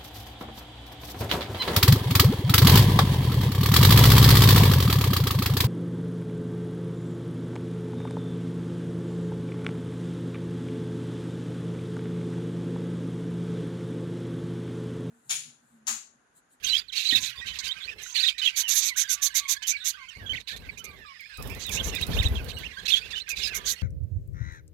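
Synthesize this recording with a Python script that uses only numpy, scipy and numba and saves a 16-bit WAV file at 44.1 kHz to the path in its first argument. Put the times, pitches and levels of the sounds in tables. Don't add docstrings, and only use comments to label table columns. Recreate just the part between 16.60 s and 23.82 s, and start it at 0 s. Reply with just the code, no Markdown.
import sys
import numpy as np
from scipy import signal
from scipy.fft import rfft, irfft, next_fast_len
from scipy.io import wavfile
from scipy.ndimage import uniform_filter1d
from numba import njit

SR = 44100
rng = np.random.default_rng(int(sys.argv[2]) if len(sys.argv) > 2 else 0)


def wav_record(signal):
    frames = np.transpose(np.atleast_2d(signal))
    bounded = np.clip(frames, -1, 1)
    quanta = np.round(bounded * 32767).astype(np.int16)
    wavfile.write(sys.argv[1], SR, quanta)


N = 318402


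def undb(db):
    return 10 ** (np.asarray(db) / 20)


def unit(x):
    return x / np.sqrt(np.mean(x ** 2))


def curve(table):
    s, *columns = np.transpose(table)
    return [np.interp(np.arange(N) / SR, s, c) for c in columns]


def walk(rate_hz):
    hold = int(SR / rate_hz)
    steps = np.repeat(rng.standard_normal(N // hold + 1), hold)[:N]
    return unit(uniform_filter1d(uniform_filter1d(steps, hold), hold))


@njit
def svf(x, hz, width_hz):
    y, b, l = np.empty(len(x)), 0., 0.
    for i in range(len(x)):
        g, k = np.tan(np.pi * hz[i] / SR), width_hz / hz[i]
        v = (b + g * (x[i] - l)) / (1 + g * (g + k))
        b, l, y[i] = 2 * v - b, l + 2 * g * v, k * v
    return y


def band(x, hz, width_hz):
    hz = hz * np.ones(N)
    once = svf(x, hz, 1. * width_hz)
    return svf(once, hz, 1. * width_hz)


def colour(x, points):
    size = next_fast_len(N)
    hz, db = np.transpose(points)
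    bins_hz = np.arange(size // 2 + 1) * SR / size
    gain = undb(np.interp(np.log(bins_hz + 1), np.log(hz), db))
    return irfft(rfft(x, size) * gain, size)[:N]


def add(track, start_s, sound):
    i = max(int(start_s * SR), 0)
    track[..., i:i + len(sound)] += sound[:N - i]


def swell(length_s, rise_s, fall_s):
    t = np.arange(int(length_s * SR)) / SR
    ramp = np.minimum(t / rise_s, (length_s - t) / fall_s)
    return np.sin(np.pi / 2 * np.clip(ramp, 0, 1)) ** 2


def aviary(x, t60_s=0.1):
    t = np.arange(int(t60_s * SR)) / SR
    decay = np.exp(-np.log(1000) * t / t60_s)
    tails = rng.standard_normal((2, len(t))) * decay * (t > .002)
    tails = tails / np.sqrt(np.sum(tails ** 2, axis=1, keepdims=True))
    return signal.fftconvolve(x, tails, axes=1)[:, :N]


def whistles(rows, buzz, waver, overtone_db, edge_s):
    sheen_hz, sheen_spread_hz, sheen_gain = 13670, 1400, 0.43
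    max_lag_s = 0.002044
    out, shake = np.zeros((2, N)), walk(170)
    buzz_hz = 160 * 2 ** (.5 * walk(40))
    throb = np.sin(2 * np.pi * np.cumsum(buzz_hz) / SR)
    draws = rng.random((len(rows), 2))
    for (s, length_s, a_hz, b_hz, c_hz, db), (depth, perch) in zip(rows, draws):
        env = swell(length_s + edge_s, edge_s, edge_s + 0.27 * length_s)
        u = np.linspace(0, 1, len(env))
        hz = a_hz * (1 - u) * (1 - 2 * u) + b_hz * 4 * u * (1 - u) + c_hz * u * (2 * u - 1)
        height = min(b_hz / 3500, 1)
        span = (int(perch * N) + np.arange(len(u))) % N
        phase = 2 * np.pi * np.cumsum(hz * (1 + waver * height * shake[span])) / SR
        step = undb(overtone_db * height)
        tone = np.sin(phase)
        for k in range(2, 5):
            fade = step ** (k - 2) * (k * hz < SR / 2)
            sheen = sheen_gain * np.exp(-((k * hz - sheen_hz) / sheen_spread_hz) ** 2)
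            tone = tone + step * (fade + sheen) * np.sin(k * phase)
        rough = 1 + buzz * height * depth * throb[span]
        note = np.sqrt(2) * undb(db) * env * rough * tone
        add(out[0], s - edge_s / 2 + max_lag_s * perch, note)
        add(out[1], s - edge_s / 2, note)
    return out


def chatter(low_hz, octaves, longest_s, glide, spread_db, count):
    s, length, pitch, fall, bend, size = rng.random((count, 6)).T
    hz = low_hz * 2 ** (octaves * pitch)
    start_hz = hz * (1 + glide * (fall - .35))
    middle_hz = hz * (1 + glide * (bend - .5) / 2)
    end_hz = hz * (1 - glide * (fall - .35))
    length_s = 0.00696 + longest_s * length ** 2
    level_db = -spread_db * np.log(size + 0.004)
    rows = np.transpose([s * N / SR, length_s, start_hz, middle_hz, end_hz, level_db])
    return unit(whistles(rows, buzz=1.0, waver=0.0307, overtone_db=-12.0, edge_s=.007))


def flock():
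    # start_s, level_db
    flock_levels = [(0, -47.5), (1.5, -45), (2.4, -44), (3.0, -46.5), (3.4, -51), (4.5, -55.5), (4.9, -49),
                    (5.3, -42.5), (5.9, -48), (6.5, -45.5), (7.22, -45)]
    # start_s, length_s
    dips = [(0.218, 0.2), (1.333, 0.051), (1.726, 0.056), (2.972, 0.049), (3.818, 0.049), (6.59, 0.089)]
    dip_db = -10.5
    notes = chatter(1500, 1.6, 0.0455, 0.2215, 2.95, count=1100)
    notes = notes + .09 * chatter(950, .35, .11, .25, 1.5, count=80)
    notes = notes + 0.45 * aviary(notes, t60_s=0.3)
    haze = np.array([unit(band(rng.standard_normal(N), 2700, 3200)) for port in "LR"])
    haze = haze * undb(2.5 * walk(30))
    hiss = np.array([unit(band(rng.standard_normal(N), 10600, 12000)) for port in "LR"])
    level_db = curve(flock_levels)[0]
    for s, length_s in dips:
        add(level_db, s, dip_db * swell(length_s, 0.013, 0.0012))
    return undb(level_db) * (undb(-2.5) * notes + undb(-10.0) * haze + undb(-24.5) * hiss)


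def wing_thumps():
    pass_s, stroke_s = 5.65, .0565
    pass_db, fade_db_per_s2 = -16, 415
    thumps, t = np.zeros(N), np.arange(-900, 900) / SR
    late_s = stroke_s * (np.arange(6) - 2.8)
    levels_db = pass_db - fade_db_per_s2 * late_s ** 2
    draws = rng.random((len(late_s), 2))
    for s, db, (pitch, turn) in zip(pass_s + late_s, levels_db, draws):
        cycle = np.sin(2 * np.pi * ((58 + 20 * pitch) * t + 0.37 * turn))
        add(thumps, s + t[0], undb(db) * np.exp(-(t / 0.0087) ** 2) * cycle)
    return np.array([np.roll(thumps, 90), thumps])


def wing_slaps(air):
    # start_s, level_db
    slap_rows = [(4.607, -44), (4.773, -36.5), (4.825, -30), (4.874, -35), (4.898, -35), (4.949, -35),
                 (5.0644, -30), (5.093, -28.5), (5.3498, -24), (5.4122, -24.5), (5.467, -29.5),
                 (5.5767, -39), (5.63, -32), (5.685, -35.5), (5.8446, -36), (5.987, -34.5)]
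    slaps, t = np.zeros(N), np.arange(2000) / SR
    for s, db in slap_rows:
        add(slaps, s, undb(db) * (np.exp(-t / 0.0022) + .5 * np.exp(-t / 0.012)))
    crack = unit(np.array([band(a, 11300, 38000) for a in air]))
    return undb(-7.0) * slaps * crack


def wings():
    # start_s, nominal length_s, downwash_db, feather rush above downwash_db
    flights = [(0, 0.2, -64.5, -5), (0.535, 0.1, -52.5, -17), (0.764, 0.042, -57.5, -10),
               (0.841, 0.15, -57.5, -12.5), (1.024, 0.06, -58, -11), (1.153, 0.04, -58.5, -11),
               (1.241, 0.19, -63, 1), (3.555, 0.22, -47.5, -12.5), (3.905, 0.3, -51, -9.5),
               (4.227, 0.2, -56, -5), (4.774, 0.29, -42.5, -8.5), (5.076, 0.52, -39.5, -8.5),
               (5.481, 0.37, -38, -10.5), (5.825, 0.28, -46.5, -10.5), (6.17, 0.44, -57, -6),
               (6.711, 0.44, -55, -5)]
    still_wash_db, still_rush_db = -71, -83
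    wash_gain, rush_gain = np.zeros(N), np.zeros(N)
    for s, length_s, db, rush_db in flights:
        env = swell(1.38 * length_s, 0.022, 0.74 * length_s)
        add(wash_gain, s, undb(db) * env)
        add(rush_gain, s, undb(db + rush_db) * env)
    stroke_hz = 18 * (1 + 0.1477 * walk(2.4))
    beat = np.cos(2 * np.pi * np.cumsum(stroke_hz) / SR)
    stroke = undb(3.28 * beat + 2.0 * walk(30))
    shared, own = rng.standard_normal(N), rng.standard_normal((2, N))
    air = shared + 0.84 * own
    wash = unit(np.array([band(a + 0.15 * b, 62, 90) + undb(-11) * band(a, 146.5, 136)
                          for a, b in zip(air, own)]))
    rush = unit(np.array([band(a, 408, 168) + undb(-13.5) * band(a, 544, 840)
                          + undb(-20.5) * band(a, 12400, 8600) for a in air]))
    out = (stroke * wash_gain + undb(still_wash_db)) * wash
    out = out + (stroke * rush_gain + undb(still_rush_db)) * rush
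    return out + wing_thumps() + wing_slaps(own)


def knocks():
    # start_s, level_db
    ticks = [(0.046, -17.5), (1.4234, -55), (1.435, -30.5), (1.4644, -44), (1.4755, -34), (1.4995, -37),
             (1.527, -33.5)]
    # freq_hz, width_hz, level_db, decay_s
    perch_modes = [(252, 107, -2.5, 0.039), (119, 28, -7, 0.084), (775, 430, -20, 0.053)]
    tick_hz, tick_rise_s, tick_decay_s = 6260, 0.00044, 0.0063
    landing_s, landing_db = .524, -41
    out, t = np.zeros(N), np.arange(N) / SR
    tick_t = t[:900]
    tick_env = np.exp(-tick_t / tick_decay_s) * np.minimum(tick_t / tick_rise_s, 1)
    tick = tick_env * np.sin(2 * np.pi * tick_hz * tick_t)
    for s, db in ticks:
        add(out, s, undb(db) * tick)
    since = np.maximum(t - landing_s, 0)
    for hz, width_hz, db, decay_s in perch_modes:
        env = (since > 0) * np.exp(-since / decay_s)
        out += undb(landing_db + db) * env * unit(band(rng.standard_normal(N), hz, width_hz))
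    return out


def rasps():
    # start_s, length_s, level_db
    scolds = [(0.601, 0.067, -34), (0.987, 0.025, -35.5), (1.414, 0.13, -46), (1.962, 0.066, -24),
              (2.084, 0.067, -23), (2.151, 0.065, -22), (2.218, 0.084, -25), (2.366, 0.072, -24),
              (2.492, 0.064, -24.5), (2.619, 0.063, -24.5), (2.747, 0.058, -23.5), (2.884, 0.061, -24.5),
              (3.025, 0.0086, -42), (3.071, 0.056, -25), (3.247, 0.066, -26), (3.488, 0.008, -52.5),
              (4.176, 0.028, -45.5), (4.241, 0.018, -45.5), (4.994, 0.063, -38.5), (5.113, 0.068, -30.5),
              (5.231, 0.078, -35.5), (6.689, 0.034, -35), (6.945, 0.043, -31), (7.055, 0.085, -29.5)]
    # start_s, length_s, level_db
    squawks = [(0.033, 0.078, -27.5), (0.111, 0.095, -29.5), (0.322, 0.044, -34), (0.354, 0.081, -25.5),
               (0.432, 0.12, -28.5), (0.553, 0.045, -23), (0.624, 0.092, -33.5), (0.859, 0.057, -33.5),
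               (0.932, 0.059, -40), (1.034, 0.059, -28.5), (1.545, 0.13, -28), (1.674, 0.04, -27),
               (1.78, 0.022, -32.5), (1.808, 0.071, -34), (1.841, 0.076, -33), (3.733, 0.02, -46),
               (3.751, 0.072, -47.5), (3.8, 0.0093, -45), (3.873, 0.027, -38.5), (3.881, 0.064, -38.5),
               (3.962, 0.012, -39.5), (5.382, 0.072, -38), (5.5, 0.052, -39), (5.541, 0.05, -34.5),
               (5.623, 0.051, -33), (5.743, 0.052, -42.5), (5.884, 0.036, -36), (5.973, 0.095, -48),
               (6.255, 0.0069, -28.5), (6.278, 0.037, -26), (6.296, 0.097, -30), (6.438, 0.06, -47),
               (6.505, 0.024, -36), (6.549, 0.07, -41), (6.76, 0.14, -30.5)]
    # freq_hz, width_hz, level_db
    throat_modes = [(2454, 630, 3.5), (3840, 820, 10)]
    # freq_hz, width_hz, level_db
    beak_modes = [(6325, 1220, 0), (6960, 920, -9)]
    # freq_hz, width_hz, level_db
    jet_modes = [(11560, 6000, 5.5)]
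    # freq_hz, width_hz
    gape_mode = (4370, 1240)
    # freq_hz, width_hz
    wheeze_mode = (12040, 1040)
    scold_throat_db, scold_gape_db, squawk_hiss_db, squawk_beak_db = -11.5, -10.5, -7.5, -13
    wheeze_db = -12
    max_rise_s, snap_per_s = .028, 6.8

    phase = np.cumsum(260 * (1 + 0.28 * walk(120))) / SR % 1
    air = rng.standard_normal(N) + 1.09 * rng.standard_normal((2, N))
    clicks = unit((np.diff(phase, prepend=0) < 0) * undb(2.9 * rng.standard_normal(N)))
    puffs = (0.75 + np.exp(-phase / 0.31)) * air + 0.45 * clicks

    envs, wheeze_gain = np.zeros((5, 1, N)), np.zeros(N)
    for (s, length_s, db), mood in zip(scolds, rng.standard_normal(len(scolds))):
        hiss_db = db + wheeze_db + 0.9 * (db + 27) + 3.8 * mood
        add(wheeze_gain, s, undb(hiss_db) * swell(length_s, 0.92 * length_s, 0.67 * length_s))

    # start_s, length_s, voice_db, throat_db, gape_db, beak_db
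    calls = [(s, length_s, -np.inf, db + scold_throat_db, db + scold_gape_db, db)
             for s, length_s, db in scolds]
    calls += [(s, length_s, db, db + squawk_hiss_db, -np.inf, db + squawk_beak_db)
              for s, length_s, db in squawks]
    for s, length_s, voice_db, throat_db, gape_db, beak_db in calls:
        rise_s = min(max_rise_s, snap_per_s * length_s ** 2)
        env = swell(length_s + rise_s / 3 + 0.012, rise_s, min(0.038, length_s))
        jet_db = beak_db - 5.5 + 0.098 * (beak_db + 12)
        for track, part_db in zip(envs, (voice_db, throat_db, gape_db, beak_db, jet_db)):
            add(track, s - rise_s / 3, undb(part_db) * env)

    def ring(modes):
        return unit(np.array([sum(undb(db) * band(p, hz, width_hz) for hz, width_hz, db in modes)
                              for p in puffs]))

    throat, beak, jet = ring(throat_modes), ring(beak_modes), ring(jet_modes)
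    gape = unit(np.array([band(p, *gape_mode) for p in puffs]))
    voice = undb(-6.5) * chatter(2500, 1.05, 0.0122, 0.1675, 2.3, count=2600)
    flicker = undb(np.array([[depth_db * walk(50)] for depth_db in (2.6, 2.2, 6.0, 0.99, 4.1)]))
    wheeze_hz = wheeze_mode[0] * (1 + 0.038 * walk(25))
    wheeze = wheeze_gain * unit(np.array([band(p, wheeze_hz, wheeze_mode[1]) for p in puffs]))
    return wheeze + (flicker * envs * [voice, throat, gape, beak, jet]).sum(axis=0)


def chirps():
    # start_s, length_s, start_hz, end_hz, level_db
    chirp_rows = [(0.066, 0.014, 3150, 3160, -29), (0.089, 0.018, 4500, 4640, -31.5),
                  (0.097, 0.043, 4100, 3950, -27), (0.13, 0.051, 3020, 3470, -25.5),
                  (0.18, 0.024, 4930, 4590, -32), (0.283, 0.028, 4730, 3000, -43),
                  (0.373, 0.015, 4470, 4140, -28.5), (0.397, 0.016, 3720, 3820, -39),
                  (0.454, 0.035, 3800, 3970, -27), (0.489, 0.021, 4270, 4030, -22.5),
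                  (0.508, 0.01, 3250, 3150, -26.5), (0.515, 0.039, 3800, 3680, -28),
                  (0.525, 0.016, 1950, 1870, -33.5), (0.549, 0.026, 3980, 3600, -19.5),
                  (0.776, 0.041, 3690, 3700, -42.5), (0.867, 0.071, 3080, 3050, -43),
                  (1.088, 0.035, 2970, 3340, -36), (1.113, 0.018, 3870, 3830, -30.5),
                  (1.204, 0.052, 3770, 3200, -45.5), (1.232, 0.035, 3300, 4610, -41.5),
                  (1.238, 0.061, 4830, 7650, -63), (1.279, 0.03, 2520, 2400, -37.5),
                  (1.557, 0.046, 4420, 3993, -27.5), (1.587, 0.039, 3720, 4630, -29),
                  (1.629, 0.015, 4154, 3770, -23.5), (1.636, 0.031, 3520, 3570, -28),
                  (1.638, 0.016, 1910, 1830, -36), (1.664, 0.032, 3950, 3610, -23.5),
                  (1.684, 0.015, 3280, 3180, -25), (1.787, 0.027, 4290, 3800, -34.5),
                  (1.817, 0.095, 3093, 2794, -31), (1.861, 0.028, 3416, 3220, -22.5),
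                  (2.035, 0.069, 3160, 2740, -36.5), (2.288, 0.055, 2540, 1960, -41),
                  (2.36, 0.047, 1465, 2280, -44.5), (2.52, 0.21, 1200, 1118, -64),
                  (2.802, 0.14, 1162, 1064, -57), (2.854, 0.015, 2260, 2190, -41),
                  (3.023, 0.052, 3150, 3020, -41), (3.115, 0.016, 2270, 2340, -37.5),
                  (3.135, 0.041, 2520, 2244, -37), (3.164, 0.019, 4900, 3680, -44),
                  (3.203, 0.045, 3740, 3650, -44), (3.372, 0.088, 1224, 1014, -58.5),
                  (3.408, 0.062, 2156, 2083, -54.5), (3.485, 0.023, 3100, 3200, -46),
                  (3.594, 0.096, 1970, 1526, -53.5), (3.662, 0.03, 3350, 3250, -40),
                  (3.694, 0.039, 3080, 3160, -31.5), (3.732, 0.026, 2430, 1930, -37.5),
                  (3.751, 0.021, 1980, 3830, -39), (3.767, 0.024, 3580, 1764, -39.5),
                  (3.892, 0.031, 1835, 1585, -48), (3.923, 0.035, 1690, 1846, -48.5),
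                  (3.933, 0.028, 3440, 3490, -46), (4.09, 0.016, 2450, 2230, -39),
                  (4.172, 0.018, 2300, 2520, -45.5), (4.191, 0.034, 2990, 3000, -46.5),
                  (4.202, 0.18, 1404, 1103, -64.5), (4.242, 0.08, 2390, 2360, -50),
                  (4.338, 0.12, 2290, 1695, -60), (4.403, 0.06, 2870, 2500, -62),
                  (4.448, 0.098, 1260, 1050, -56), (4.458, 0.55, 5070, 5040, -61.5),
                  (4.47, 0.075, 2455, 2180, -57), (4.543, 0.043, 2220, 1730, -55.5),
                  (4.596, 0.04, 2445, 2030, -49.5), (4.632, 0.051, 1980, 2480, -54),
                  (4.695, 0.066, 1800, 1534, -55), (4.743, 0.096, 2560, 2434, -54.5),
                  (4.782, 0.045, 1280, 1157, -54.5), (4.897, 0.029, 2420, 2340, -47.5),
                  (5.049, 0.059, 3980, 3500, -38.5), (5.083, 0.036, 3580, 2090, -41),
                  (5.169, 0.032, 2510, 3010, -34), (5.197, 0.02, 3460, 3280, -31.5),
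                  (5.358, 0.02, 3440, 3680, -33), (5.378, 0.019, 2800, 1800, -39),
                  (5.409, 0.026, 2160, 3680, -38.5), (5.425, 0.019, 3940, 3730, -28.5),
                  (5.516, 0.056, 3100, 3840, -44), (5.568, 0.032, 2170, 3320, -35.5),
                  (5.587, 0.026, 3510, 3760, -28), (5.604, 0.037, 3500, 1670, -38),
                  (5.639, 0.023, 2040, 3720, -38), (5.655, 0.025, 4020, 3760, -29),
                  (5.754, 0.026, 3460, 3130, -38.5), (5.77, 0.046, 2830, 2520, -47),
                  (5.968, 0.023, 2890, 2800, -39.5), (6.033, 0.048, 2008, 3210, -41.5),
                  (6.063, 0.0095, 2880, 2680, -37), (6.262, 0.014, 4070, 4450, -34.5),
                  (6.279, 0.022, 4430, 5970, -34), (6.306, 0.0052, 3400, 3320, -26),
                  (6.311, 0.011, 4550, 3970, -30), (6.321, 0.014, 3250, 3590, -20.5),
                  (6.335, 0.018, 3430, 3220, -17), (6.355, 0.039, 3370, 3390, -28.5),
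                  (6.423, 0.06, 2640, 2720, -49), (6.528, 0.026, 1950, 1620, -46.5),
                  (6.531, 0.023, 3370, 3730, -37.5), (6.553, 0.046, 2930, 3070, -35),
                  (6.6, 0.03, 3660, 4190, -38), (6.669, 0.014, 2190, 2710, -46),
                  (6.701, 0.051, 2690, 2360, -35.5), (6.833, 0.043, 5530, 4880, -31.5),
                  (6.884, 0.12, 2920, 2130, -44.5), (6.944, 0.16, 1267, 1152, -59)]
    glide_done = .68
    rows = [(s, length_s, a_hz, a_hz + glide_done * (c_hz - a_hz), c_hz, db)
            for s, length_s, a_hz, c_hz, db in chirp_rows]
    return whistles(rows, buzz=0.93, waver=0.0235, overtone_db=-23.0, edge_s=0.0044)


def scene():
    voices = chirps() + rasps()
    scatter = undb([[-2.5], [-17]]) * aviary(voices)
    return voices + scatter + flock() + wings() + knocks()


def record(dry):
    # freq_hz, gain_db
    covered = [(60, 3.5), (200, -0.5), (700, -8), (1300, -11), (2400, -16), (4400, -25.5), (8100, -40.5),
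               (15000, -15.5)]
    # freq_hz, gain_db
    both_ports = [(24, -35), (45, 1.5), (200, 2), (700, 9), (1300, 9.5), (8100, 3.5)]
    top_hz = 15900
    ports = np.array([colour(dry[0], covered), dry[1]])
    ports = np.array([colour(port, both_ports) for port in ports])
    ports = .8 * np.tanh(ports / .8)
    low_pass = signal.ellip(10, .2, 80, top_hz, fs=SR, output="sos")
    return signal.sosfilt(low_pass, ports)


dry = scene()
out = record(dry)
wav_record(out)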